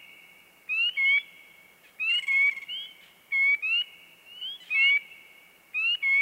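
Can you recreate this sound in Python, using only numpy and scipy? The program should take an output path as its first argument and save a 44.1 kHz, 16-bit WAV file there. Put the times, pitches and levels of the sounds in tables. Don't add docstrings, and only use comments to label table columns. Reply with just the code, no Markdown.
import sys
import numpy as np
from scipy import signal
from scipy.fft import rfft, irfft, next_fast_len
from scipy.io import wavfile
from scipy.ndimage import map_coordinates

SR = 44100
rng = np.random.default_rng(int(sys.argv[2]) if len(sys.argv) > 2 else 0)


def dump(signal):
    limited = np.clip(np.atleast_2d(signal).T, -1, 1)
    pcm = np.round(limited * 32767).astype(np.int16)
    wavfile.write(sys.argv[1], SR, pcm)


N = 273861

# (time [s], length [s], pitch offset [Hz], male)
PEEPS = [ (-.31, .225, 2, "low"), (-.3, .22, -25, "rising"), (.686, .216, -4, "rising"),
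         (.764, .18, -45, "far"), (.966, .225, -7, "low"), (1.047, .18, 50, "high"),
         (1.993, .208, 18, "rising"), (2.272, .232, -2, "low"), (2.684, .183, -28, "high"),
         (2.689, .19, 0, "far"), (3.316, .24, 0, "low"), (3.619, .208, 4, "rising"), (4.258, .19, 0, "far"),
         (4.408, .165, 8, "high"), (4.699, .212, -3, "rising"), (4.741, .241, 2, "low"),
         (5.739, .222, -12, "rising"), (6.022, .245, 2, "low")]
GLIDES = {"rising": (2436, 2945, 0.1361, 0), "low": (2092, 2302, -0.11, 190), "high": (2800, 3372, .7, 0),
          "far": (2700, 3090, 0.25, 0)}
SWELLS = {"rising": (-23.4, .009, .57, 19), "low": (-21.5, .006, .72, 9.5), "high": (-33.8, .005, .3, 23),
          "far": (-47, .003, 0.96, 7)}
WET_DB = {"rising": -23.5, "low": -25, "high": -23.5, "far": -13.5}
# (time [s], length [s], start [Hz], end [Hz], level [dB])
CHIRPS = [(0.941, 0.043, 3180, 3096, -46.5), (1.835, .03, 1800, 1630, -60), (1.845, 0.033, 2646, 2350, -57),
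          (2.315, 0.047, 2360, 2620, -41), (2.88, 0.047, 3154, 3040, -48.5),
          (3.022, .03, 3072, 2880, -55.5), (4.66, .035, 3220, 3120, -54), (5.106, 0.04, 2630, 2730, -48),
          (6.129, 0.087, 2370, 2584, -44)]
# (time [s], length [s], level [dB])
RUSTLES = [(1.824, .085, -61), (2.099, .045, -49.5), (2.611, .03, -52.5), (2.996, 0.1, -58.5),
           (4.622, 0.12, -54)]
# (time [s], sac pitch [Hz], tone level [dB], rasp level [dB])
TRILL_COURSE = [(2.09, 2110, -38, -63), (2.13, 2125, -37, -53.5), (2.27, 2176, -34.5, -55),
                (2.34, 2174, -34.5, -63.5), (2.56, 2157, -35, -68.5), (2.62, 2210, -39, -73)]
# (time [s], length [s], sac pitch [Hz], level [dB])
SQUEAK = (4.6, .042, 2000, -52)

PEEP_HARMONICS_DB = { "rising": [-32, -0.5, -31.5, -47, -49.5, -50, -52], "low": [-33, 0, -29, -38.5, -52,
                     -56, -52, -58], "high": [-31.5, -0.5, -34.5, -45, -41.5], "far": [-27, 2, -28, -35.5]}
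TRILL_HARMONICS_DB = [-26.5, -0.5, -20.5, -29, -34, -31.5, -36]
RASP_HARMONICS_DB = [-60, -60, -60, -20, -5.5, -2.5, -0.5, -3]
SQUEAK_HARMONICS_DB = [-24.5, -5.5, 3, -10.5, -20.5, -25, -19.5, -17.5]

# (frequency [Hz], relative density [dB])
CLOSURE_SPECTRUM = [(900, -31.5), (1500, 0.5), (2100, 3.5), (3000, -5.5), (4200, -16.5), (5500, -35.5)]
AIR_SPECTRUM = [(20, -23.5), (55, -8.5), (100, -10.5), (145, -9.5), (173, 3.5), (205, -4.5), (260, -5),
                (330, -3), (700, -4), (1400, -7), (2000, -8), (3500, -21.5), (6000, -26.5)]
HISS_SPECTRUM = [(1000, -9), (4500, -6.5), (8000, -4.5), (11000, -2.5), (15500, 0)]
RUSTLE_SPECTRUM = [(900, -19), (1700, 5.5), (3200, 9.5), (4500, -6), (6000, -11.5), (8200, -11),
                   (9300, -20)]
HOARSE_SPECTRUM = [(1000, -17.5), (2000, 3.5), (4000, -7), (8200, -9.5), (9500, -20.5)]

LEAD_SAMPLES = SR


def amp(db):
    return 10 ** (np.asarray(db) / 20)


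def unit_rms(x):
    return x / np.sqrt(np.mean(x ** 2) + 1e-20)


def add(track, time_s, sound):
    start = max(LEAD_SAMPLES + round(time_s * SR), 0)
    part = track[start:start + len(sound)]
    part += sound[:len(part)]


def wobble(rate_hz, size):
    knots = rng.standard_normal(int(size * rate_hz / SR) + 4)
    return map_coordinates(knots, [np.arange(size) * rate_hz / SR])


def noise(spectrum, size):
    hz, db = np.transpose(spectrum)
    m = next_fast_len(size + 8192)
    gain = amp(np.interp(np.log(np.fft.rfftfreq(m, 1 / SR) + 1), np.log(hz), db))
    return unit_rms(irfft(rfft(rng.standard_normal(m)) * gain, m)[:size])


def progress(length_s):
    return np.linspace(0, 1, int(length_s * SR))


def gate(u, length_s, edge_s):
    ramp = np.clip(np.minimum(u, 1 - u) * length_s / edge_s, 0, 1)
    return np.sin(np.pi / 2 * ramp) ** 2


def onset_snaps(sac_hz=2200, ring_s=.0004, span_s=.009, count=3):
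    starts_s = rng.uniform(0, span_s, (count, 1))
    t = np.maximum(np.arange(SR // 30) / SR - starts_s, 0)
    age = t / ring_s
    return np.sum(np.sin(2 * np.pi * sac_hz * t) * age ** 2 * np.exp(-age), axis=0)


def glide_hz(male, u, length_s, settle_s=.03):
    start_hz, end_hz, bow, overshoot_hz = GLIDES[male]
    climb_hz = (end_hz - start_hz) * u * (1 + bow * (1 - u))
    return start_hz + climb_hz + overshoot_hz * np.exp(-u * length_s / settle_s)


def peep_gains(male, u, length_s, sac_hz, dip_hz=2633, dip_width_hz=55, dip_db=4, closing_s=.024):
    top_db, ring_up_s, crest, fall_db = SWELLS[male]
    swell = amp(top_db - fall_db * (u - crest) ** 2)
    dip = amp(-dip_db * np.exp(-((sac_hz - dip_hz) / dip_width_hz) ** 2))
    sac_gain = swell * dip * (1 - np.exp(-u * length_s / ring_up_s))
    closing = np.minimum((1 - u) * length_s / closing_s, 1)
    return sac_gain, np.sqrt(swell * swell.mean()) * closing


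def larynx(sac_hz, harmonics_db, jitter, flutter_db, bloom_db=7, sac_gain=1, overtone_gain=1,
           top_hz=9000):
    size = len(sac_hz)
    phase = np.pi * np.cumsum(sac_hz * (1 + jitter * wobble(250, size))) / SR
    arch_db = bloom_db * (np.sin(np.linspace(0, np.pi, size)) - 2 / np.pi)
    tone = np.zeros(size)
    for k, db in enumerate(harmonics_db, 1):
        drift_db = (k != 2) * flutter_db * wobble(35, size) + (k > 4) * arch_db
        rolloff = 1 / (1 + (k * sac_hz / 2 / top_hz) ** 20)
        gain = (sac_gain if k == 2 else overtone_gain) * rolloff * amp(db + drift_db)
        tone += gain * np.sin(k * phase + rng.uniform(0, 2 * np.pi))
    return np.sqrt(2) * tone


def closure(length_s):
    u = progress(length_s)
    return np.sin(np.pi * u) ** 2 * noise(CLOSURE_SPECTRUM, len(u))


def peeper(male, snap_gain_db=-15.5, snap_lead_s=.007, closure_gain_db=-17.5, closure_s=.019):
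    track = np.zeros(LEAD_SAMPLES + N)
    for time_s, length_s, offset_hz, caller in PEEPS:
        if caller != male:
            continue
        u = progress(length_s)
        sac_hz = glide_hz(male, u, length_s) + offset_hz
        sac_gain, overtone_gain = peep_gains(male, u, length_s, sac_hz)
        tone = larynx(sac_hz, PEEP_HARMONICS_DB[male], jitter=.0012, flutter_db=2,
                      sac_gain=sac_gain, overtone_gain=overtone_gain)
        shimmer = amp(.2 * wobble(60, len(u)))
        add(track, time_s, shimmer * gate(u, length_s, edge_s=.009) * tone)
        add(track, time_s - snap_lead_s, amp(snap_gain_db) * sac_gain.max() * onset_snaps())
        rough_end = amp(closure_gain_db) * sac_gain[-1] * closure(closure_s)
        add(track, time_s + length_s - closure_s, rough_end)
    return forest(track, WET_DB[male])


def forest(track, wet_db, ring_t60_s=3.03, trunk_db=3, trunk_t60_s=.24, build_s=.021):
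    t = np.arange(3 * SR) / SR

    def tail(t60_s):
        envelope = amp(-60 * t / t60_s) * np.minimum(t / build_s, 1)
        return unit_rms(rng.standard_normal(len(t)) * envelope) / np.sqrt(len(t))

    response = tail(ring_t60_s) + amp(trunk_db) * tail(trunk_t60_s)
    reverb = signal.fftconvolve(track, response)[:len(track)]
    return (track + amp(wet_db) * reverb)[LEAD_SAMPLES:]


def air_and_hiss(air_db=-63, hiss_db=-63.2):
    return amp(air_db) * noise(AIR_SPECTRUM, N) + amp(hiss_db) * noise(HISS_SPECTRUM, N)


def chirps():
    track = np.zeros(LEAD_SAMPLES + N)
    for time_s, length_s, start_hz, end_hz, db in CHIRPS:
        u = progress(length_s)
        sac_hz = start_hz + (end_hz - start_hz) * u
        tone = larynx(sac_hz, PEEP_HARMONICS_DB["rising"], jitter=.002, flutter_db=4)
        add(track, time_s, amp(db) * gate(u, length_s, edge_s=.0078) * tone)
    return forest(track, wet_db=-15)


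def rustles():
    track = np.zeros(LEAD_SAMPLES + N)
    for time_s, length_s, db in RUSTLES:
        u = progress(length_s)
        flicker = amp(1.5 * wobble(150, len(u)))
        grain = unit_rms(flicker * noise(RUSTLE_SPECTRUM, len(u)))
        add(track, time_s, amp(db) * gate(u, length_s, edge_s=.02) * grain)
    return forest(track, wet_db=-9)


def trill_pulses(start_s=2.095, period_s=.0412, slowing_s=.00124, count=12):
    k = np.arange(count)
    times_s = start_s + k * period_s + k * (k - 1) / 2 * slowing_s
    knots_s, *controls = np.transpose(TRILL_COURSE)
    return zip(times_s, *(np.interp(times_s, knots_s, control) for control in controls))


def trill(pulse_s=.026, sag=.072, hoarse_db=-21, rasp_hz=8200, rasp_width_hz=800, rasp_fall_db=5):
    track = np.zeros(LEAD_SAMPLES + N)
    resonance = signal.iirpeak(rasp_hz, rasp_hz / rasp_width_hz, SR)
    u = progress(pulse_s)
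    for time_s, mid_hz, tone_db, rasp_db in trill_pulses():
        sac_hz = mid_hz * (1 - sag * (u - .5))
        hoarse = amp(hoarse_db) * (1 - u) * noise(HOARSE_SPECTRUM, len(u))
        tone = larynx(sac_hz, TRILL_HARMONICS_DB, jitter=.0061, flutter_db=2, bloom_db=0) + hoarse
        buzz = larynx(sac_hz, RASP_HARMONICS_DB, jitter=.007, flutter_db=3, bloom_db=-3)
        buzz += .9 * rng.standard_normal(len(u))
        rasp = unit_rms(signal.lfilter(*resonance, signal.lfilter(*resonance, buzz)))
        pulse = amp(tone_db) * tone + amp(rasp_db - rasp_fall_db * (u - .5)) * rasp
        add(track, time_s, gate(u, pulse_s, edge_s=.0036) * pulse)
    return forest(track, wet_db=-15.5)


def squeak(sag=.019):
    track = np.zeros(LEAD_SAMPLES + N)
    time_s, length_s, mid_hz, db = SQUEAK
    u = progress(length_s)
    sac_hz = mid_hz * (1 - sag * (u - .5))
    tone = larynx(sac_hz, SQUEAK_HARMONICS_DB, jitter=.0072, flutter_db=1)
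    add(track, time_s, amp(db) * gate(u, length_s, edge_s=.004) * tone)
    return forest(track, wet_db=-17)


def scene():
    frogs = sum(peeper(male) for male in GLIDES) + chirps() + trill() + squeak()
    return (frogs + rustles() + air_and_hiss())[None]


def record(dry, cutoff_hz=15780):
    m = next_fast_len(N + SR // 2)
    passband = np.fft.rfftfreq(m, 1 / SR) < cutoff_hz
    return irfft(rfft(dry, m) * passband, m)[..., :N]


dry = scene()
out = record(dry)
dump(out)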